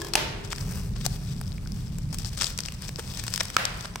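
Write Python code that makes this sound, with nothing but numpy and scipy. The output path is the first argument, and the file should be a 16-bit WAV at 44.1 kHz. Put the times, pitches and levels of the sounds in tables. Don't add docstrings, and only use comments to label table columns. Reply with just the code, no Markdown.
import sys
import numpy as np
from scipy import signal
from scipy.fft import rfft, irfft, next_fast_len
from scipy.io import wavfile
from scipy.ndimage import map_coordinates

SR = 44100
rng = np.random.default_rng(int(sys.argv[2]) if len(sys.argv) > 2 else 0)


def log_audio(samples):
    frames = np.atleast_2d(samples).T
    limited = np.clip(frames, -1, 1)
    pcm = np.round(limited * 32767).astype(np.int16)
    wavfile.write(sys.argv[1], SR, pcm)


N = 176400

# freq_hz, share
PAN_SHARE = [(300, -0.36), (1300, -0.33), (2400, 0.0089), (4400, 1.625), (8000, 1.1), (13000, -0.32)]
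# freq_hz, t60_s
ROOM_DECAY = [(200, 1.06), (1400, 0.92), (3700, 0.7), (7000, 0.58), (14000, 0.42)]
# freq_hz, gain_db
WRAP_ECHO_EQ = [(1300, 1.5), (15000, -0.5)]

# pitch_hz, level_db, t60_s
STEEL_MODES = [(338, -40.5, 1.8), (400, -44.5, 5.8), (429.4, -47, 4)]
# freq_hz, gain_db
STEEL_ECHO_EQ = [(100, -16), (400, 1), (1500, -11), (5000, -16), (15000, -42)]

# time_s, level_db
RUMBLE_LEVEL = [(0, -40), (.5, -36), (.8, -30.5), (1.3, -32), (1.6, -32.5), (1.9, -31.5), (2.3, -33.5),
                (2.6, -38), (3.2, -36), (3.55, -40)]
# freq_hz, gain_db
RUMBLE_EQ = [(13, -49), (22, -6), (43, -0.5), (70, -4.5), (119, 0), (185, -5), (243, -17), (330, -29),
             (430, -44), (730, -120)]
# freq_hz, correlation
RUMBLE_CORRELATION = [(60, 0.94), (150, 0.97), (300, 0.72)]
# freq_hz, gain_db
AIR_EQ = [(100, 0.5), (400, -3.5), (700, -10), (1500, -14.5), (4000, -20.5), (9000, -22), (15500, -34.5)]
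# freq_hz, correlation
AIR_CORRELATION = [(200, 0.86), (700, 0.2), (2000, 0.034)]

# time_s, level_db
CRINKLE_LEVEL = [(0, -44), (.3, -65), (.55, -45.5), (.9, -53.5), (1.15, -44), (1.22, -53.5), (1.29, -46),
                 (1.62, -56.5), (1.8, -51), (2.08, -53), (2.22, -45.5), (2.33, -47.5), (2.5, -39.5),
                 (2.55, -53), (2.66, -45), (2.8, -52), (2.85, -41), (2.92, -54), (3.04, -46), (3.14, -41.5),
                 (3.22, -40), (3.36, -40.5), (3.47, -43), (3.7, -49), (3.82, -44.5), (3.92, -51.5),
                 (4, -49.5)]
# freq_hz, gain_db
FILM_EQ = [(150, -13.5), (330, -5.5), (600, -5), (1260, -4.5), (1750, -5.5), (2200, -6.5), (2900, -8),
           (4200, -8.5), (5100, -1.5), (5900, -4.5), (6900, -9), (8000, -2.5), (10200, -10), (13500, -10),
           (15500, -11)]
# low_hz, high_hz
FILM_BANDS = [(350, 2000), (2000, 7000), (7000, 16000)]
# time_s, level_db
FOAM_LEVEL = [(0, -63), (.41, -77), (.55, -52), (.7, -38.5), (.87, -48), (.9, -55.5), (1.08, -45),
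              (1.3, -63), (1.62, -54.5), (1.8, -56), (2.05, -76), (3, -54), (3.4, -57), (4, -70)]
# freq_hz, gain_db
FOAM_EQ = [(200, 12), (700, 5), (1500, 2.5), (3500, -7), (5500, 0), (7000, -3), (8300, 1), (10500, -2),
           (15500, -1)]

# start_s, level_db
BLADE_HITS = [(0.0173, -31.5), (.047, -35.5), (.068, -38), (0.085, -41)]
# pitch_hz, gain_db, t60_s
BLADE_MODES = [(1070, -6, 0.03), (1690, -7.5, 0.064), (3260, -11.5, 0.037)]
# start_s, level_db, pan_db
CLACK_HITS = [(0.1364, -20.5, 10), (0.1537, -13, 2.5)]
# freq_hz, gain_db
CLACK_EQ = [(120, -12), (330, -9.5), (600, -8.5), (860, -1.5), (1150, -3.5), (1500, -7), (2100, -10.5),
            (2650, -2), (3600, -5.5), (5000, -5.5), (7000, -11.5), (8200, -9), (11000, -14), (15500, -25)]
# pitch_hz, level_db, t60_s
LANDING_MODES = [(610, -29.5, 0.53), (827, -22.5, 0.025), (900, -28, 0.74)]
# freq_hz, gain_db
CLACK_ECHO_EQ = [(150, -8.5), (330, -0.5), (880, -2), (1150, -4.5), (2700, -1.5), (5500, -6), (7500, -14),
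                 (15000, -21.5)]

# start_s, length_s, crack_db, body_re_crack_db, top_re_crack_db
FINGER_STROKES = [(.432, 0.039, -50, 0, -1), (0.5, 0.038, -40, -3.5, -1), (0.949, 0.039, -47.5, -1.5, -28),
                  (1.003, 0.023, -41, -7, -3.5), (1.039, 0.032, -41, 0, 5), (2.124, 0.036, -48.5, 2, 6),
                  (2.183, 0.03, -44.5, -5, 3), (2.247, 0.053, -44.5, -10, 1),
                  (2.368, 0.032, -35.5, -8.5, -3.5), (2.395, 0.063, -31, -12, -11.5),
                  (2.453, 0.031, -30, -23, -6.5), (2.647, 0.016, -34, -19, -16),
                  (2.815, 0.036, -48.5, 0.5, -8), (2.87, 0.03, -48.5, 0, 6.5),
                  (2.981, 0.031, -48, 11.5, 10), (3.183, 0.027, -37, -11, -11), (3.261, 0.02, -40.5, 0, -5),
                  (3.33, 0.031, -42, -11, -1), (3.393, 0.023, -25.5, -4, -12), (3.534, 0.024, -40, -3, -5),
                  (3.838, 0.026, -44.5, 8, 1)]
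# start_s, crack_db, body_re_crack_db, top_re_crack_db, pan_db
FILM_SNAPS = [(0.5293, -33, 1, -15, 1), (0.5607, -39.5, -25, -8, 8), (0.5825, -37, -12, -12, 7),
              (0.61, -38, -24, -18, 16), (1.0634, -27, -7.5, 3.5, 11.5), (1.4128, -49, 10, 9, 9),
              (1.6738, -42, -15, -14, 7), (1.7202, -45, -15, -2, 10), (1.985, -49, -2, 7, 7),
              (2.128, -40, -2.5, -3, 6), (2.1448, -41, -3, 5.5, 8), (2.1854, -36, -18, 0.5, 11),
              (2.2473, -33.5, -12, -14, 12), (2.2574, -36.5, -17, -17, 19), (2.4127, -26.5, -8.5, -7, 14),
              (2.42, -23.5, -10, -17, 7), (2.432, -29, -7, -10, 8), (2.4432, -24, -15, -10, 25),
              (2.577, -37.5, -23, 3, 12), (2.5885, -26.5, -10, -15, 0), (2.6044, -31.5, -17, -4.5, 15),
              (2.635, -35.5, -22, -22, 19), (2.6592, -33, -14, -11, 14), (2.6852, -35, -8, -33, 5),
              (2.7221, -44.5, -3, 1, 5), (2.8214, -41, -8, -2, 8), (2.8917, -41, 2.5, -2, 8),
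              (3.173, -33.5, -21, -23, 11), (3.197, -35, -13, -7, 21), (3.2382, -38.5, -4.5, 1, 6),
              (3.2665, -40, -18, 0, 2), (3.2802, -29.5, -7.5, -21, 11), (3.3038, -46, -22, 1, 10),
              (3.3388, -26.5, -11, -3.5, 15), (3.3599, -28, -32, -6, 13), (3.3773, -30.5, -6.5, -7, 3),
              (3.407, -27.5, -2, -16, 8), (3.4104, -29, 3, -13, 7), (3.4331, -44, -24, 7, 8),
              (3.454, -36.5, -15, -6, 6), (3.5017, -38, -5.5, -3, 6), (3.6531, -20.5, -17, -18, 4.5),
              (3.809, -36, -19, -18, 15), (3.856, -35.5, -8, -18, 5), (3.958, -33.5, -1.5, -10, -1.5)]
# start_s, pitch_hz, level_db
FINGER_BUMPS = [(0.531, 1420, -35.5), (1.063, 733, -33), (1.52, 4220, -47.5), (1.581, 2300, -46),
                (1.66, 1500, -46.5), (2.6857, 2850, -35.5), (2.883, 5700, -40.5), (2.9594, 5030, -39),
                (2.988, 451, -36), (3.958, 1030, -34)]
# freq_hz, gain_db
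POP_EQ = [(120, -30), (350, -11), (850, -22), (1300, 3), (1750, -11), (2600, -5), (4000, -15), (5500, -13),
          (7000, -22.5), (10000, -28.5), (15500, -31)]
# freq_hz, gain_db
POP_ECHO_EQ = [(150, -23), (550, -3.5), (900, -4.5), (1400, 1), (1800, -1.5), (2700, -4.5), (5000, -10),
               (7400, -18), (15000, -23)]

SNAP_T60_S, CLACK_T60_S = 0.011, 0.026
RING_T60_CYCLES = 18.6
FILM_PAN_DB = 11.5


def amp(db):
    return 10 ** (np.asarray(db) / 20)


def pan_gains(pan_db):
    return amp(np.array([[.5], [-.5]]) * pan_db)


def unit(x):
    return x / np.sqrt(np.mean(x ** 2) + 1e-20)


def unit_hit(x, hold_s=.005):
    return unit(x) * np.sqrt(hold_s * SR / x.shape[-1])


def at_hz(points, hz):
    freqs_hz, values = np.transpose(points)
    return np.interp(np.log(hz + 1), np.log(freqs_hz + 1), values)


def envelope(points):
    return amp(np.interp(np.arange(N) / SR, *np.transpose(points)))


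def wobble(knots_per_s):
    knots = rng.standard_normal(int(N * knots_per_s / SR) + 4)
    return map_coordinates(knots, [np.arange(N) * knots_per_s / SR])


def add(out, start_s, x):
    part = out[:, max(0, round(start_s * SR)):][:, :x.shape[-1]]
    part += x[..., :part.shape[1]]


def equalise(x, eq, pan_db=0):
    n = x.shape[-1]
    size = 2 * next_fast_len(n // 2 + 2048)
    hz = np.fft.rfftfreq(size, 1 / SR)
    gain = amp(at_hz(eq, hz)) * pan_gains(pan_db * at_hz(PAN_SHARE, hz))
    cepstrum = irfft(np.log(gain), size)
    cepstrum[:, 1:size // 2] *= 2
    cepstrum[:, size // 2 + 1:] = 0
    return irfft(rfft(x, size) * np.exp(rfft(cepstrum)), size)[:, :n]


def noise(eq, correlation):
    angle = np.arccos(np.clip(at_hz(correlation, np.fft.rfftfreq(N, 1 / SR)), -1, 1)) / 2
    mid, side = irfft(rfft(rng.standard_normal((2, N))) * [np.cos(angle), np.sin(angle)], N)
    return unit(equalise(np.array([mid + side, mid - side]), eq))


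def click(t60_s, size=2048, edge=4.5):
    white = rng.standard_normal((3, size))
    flutter = (white[0] + white[1:]) * amp(-60 * np.arange(size) / SR / t60_s)
    flutter[[0, 1], rng.integers(0, 5, 2)] += edge
    return flutter


def mode(hz, t60_s):
    t = np.arange(SR) / SR
    return unit_hit(np.sin(2 * np.pi * hz * t) * amp(-60 * t / t60_s))


def echo(eq, delay_s=0.006, rise_s=0.016):
    hz, t, spectra = signal.stft(rng.standard_normal((2, SR)), SR, nperseg=256)
    decay = amp(-60 * t / at_hz(ROOM_DECAY, hz)[:, None])
    tail = signal.istft(spectra * decay, SR, nperseg=256)[1]
    onset = np.clip((np.arange(tail.shape[1]) / SR - delay_s) / rise_s, 0, 1)
    return equalise(tail * onset, eq)


def steel(echo_db=-42.5, echo_t60_s=1.9):
    t = np.arange(N) / SR
    ring = np.zeros((2, N))
    for hz, db, t60_s in STEEL_MODES:
        gain = amp(db - 60 * t / t60_s + 1.3 * wobble(44.6))
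        jitter_rad = .5 * np.array([wobble(45.1), wobble(44)])
        ring += gain * np.sin(2 * np.pi * hz * t + jitter_rad)
    return ring + amp(echo_db - 60 * t / echo_t60_s) * noise(STEEL_ECHO_EQ, AIR_CORRELATION)


def background(air_db=-51):
    rumble = envelope(RUMBLE_LEVEL) * noise(RUMBLE_EQ, RUMBLE_CORRELATION)
    return rumble + amp(air_db) * noise(AIR_EQ, AIR_CORRELATION)


def crease(centre_hz=4850, ring_db=7.5, size=2048):
    t = np.arange(size) / SR
    hz = centre_hz * 2 ** rng.uniform(-1.044, 1)
    ring = amp(ring_db - 60 * t * hz / RING_T60_CYCLES) * np.sin(2 * np.pi * hz * t)
    return click(SNAP_T60_S) + ring


def grains(rate_per_s, spread_db, creases=12):
    shape = (creases, N)
    hits = (rng.random(shape) < rate_per_s / creases / SR) * rng.choice([-1, 1], shape)
    hits = hits * amp(spread_db * np.minimum(rng.standard_normal(shape), 2.5))
    return sum(signal.oaconvolve(train[None], crease(), axes=1)[:, :N] for train in hits)


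def crinkle(clump_db=2.5, tick_db=-4):
    shower = grains(rate_per_s=1600, spread_db=3.6) * amp(clump_db * wobble(55))
    ticks = grains(rate_per_s=140, spread_db=3.5)
    creases = unit(shower) + amp(tick_db) * unit(ticks)
    return envelope(CRINKLE_LEVEL) * unit(equalise(creases, FILM_EQ, FILM_PAN_DB))


def foam(clump_db=4.2):
    shower = grains(rate_per_s=6000, spread_db=9.5) * amp(clump_db * wobble(30.9))
    return envelope(FOAM_LEVEL) * unit(equalise(shower, FOAM_EQ, pan_db=9.0))


def room(x):
    tail = echo(WRAP_ECHO_EQ)
    return signal.fftconvolve(x.mean(0)[None], tail / np.linalg.norm(tail), axes=1)[:, :N]


def rattle():
    out = np.zeros((2, N))
    for start_s, db in BLADE_HITS:
        tick = equalise(click(CLACK_T60_S), FILM_EQ, pan_db=7.5)
        add(out, start_s, amp(db) * unit_hit(tick))
        for hz, mode_db, t60_s in BLADE_MODES:
            add(out, start_s, amp(db + mode_db + rng.normal(0, 2, (2, 1))) * mode(hz, t60_s))
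    return out


def clacks(echo_db=-15):
    out = np.zeros((2, N))
    for start_s, db, pan_db in CLACK_HITS:
        impact = equalise(click(CLACK_T60_S), CLACK_EQ, pan_db)
        add(out, start_s, amp(db) * unit_hit(impact))
    landed_s = CLACK_HITS[-1][0]
    for hz, db, t60_s in LANDING_MODES:
        add(out, landed_s, amp(db) * mode(hz, t60_s))
    add(out, landed_s, amp(echo_db) * unit_hit(echo(CLACK_ECHO_EQ)))
    return out


def film_voice(x, body_db, top_db, pan_db, normalise):
    x = equalise(x, FILM_EQ, pan_db)
    filters = [signal.butter(2, band, 'band', fs=SR, output='sos') for band in FILM_BANDS]
    body, crack, top = [normalise(signal.sosfilt(sos, x)) for sos in filters]
    return amp(body_db) * body - crack + amp(top_db) * top


def strokes(fade_s=0.013, pan_db=11):
    out = np.zeros((2, N))
    slips = grains(rate_per_s=3000, spread_db=7.5)
    for start_s, length_s, db, body_db, top_db in FINGER_STROKES:
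        t = np.arange(int(length_s * SR)) / SR
        fade = np.clip(np.minimum(t, length_s - t) / fade_s, 0, 1)
        run = slips[:, int(start_s * SR):][:, :len(t)]
        add(out, start_s, amp(db) * fade * film_voice(run, body_db, top_db, pan_db, unit))
    return out


def snaps():
    out = np.zeros((2, N))
    for start_s, db, body_db, top_db, pan_db in FILM_SNAPS:
        add(out, start_s, amp(db) * film_voice(click(SNAP_T60_S), body_db, top_db, pan_db, unit_hit))
    return out


def bumps():
    out = np.zeros((2, N))
    for start_s, hz, db in FINGER_BUMPS:
        sides = pan_gains(FILM_PAN_DB * at_hz(PAN_SHARE, hz))
        add(out, start_s, amp(db) * sides * mode(hz, RING_T60_CYCLES / hz))
    return out


def pop(start_s=3.5666, burst_db=-12.5, ring_db=-25, echo_db=-16.5):
    out = np.zeros((2, N))
    sides = pan_gains(-2)
    burst = equalise(click(t60_s=0.01), POP_EQ)
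    add(out, start_s, amp(burst_db) * sides * unit_hit(burst))
    add(out, start_s, amp(ring_db) * sides * mode(hz=1350, t60_s=0.011))
    add(out, start_s, amp(echo_db) * unit_hit(echo(POP_ECHO_EQ)))
    return out


def scene(room_db=-11.5):
    wrap = bumps() + snaps() + strokes() + crinkle() + foam()
    return wrap + amp(room_db) * room(wrap) + rattle() + clacks() + steel() + pop() + background()


def record(dry):
    ceiling, cutoff_hz = .9, 15900
    limited = dry / (1 + np.abs(dry / ceiling) ** 6) ** (1 / 6)
    size = next_fast_len(N + SR // 2)
    passband = np.fft.rfftfreq(size, 1 / SR) < cutoff_hz
    return irfft(rfft(limited, size) * passband, size)[:, :N]


dry = scene()
out = record(dry)
log_audio(out)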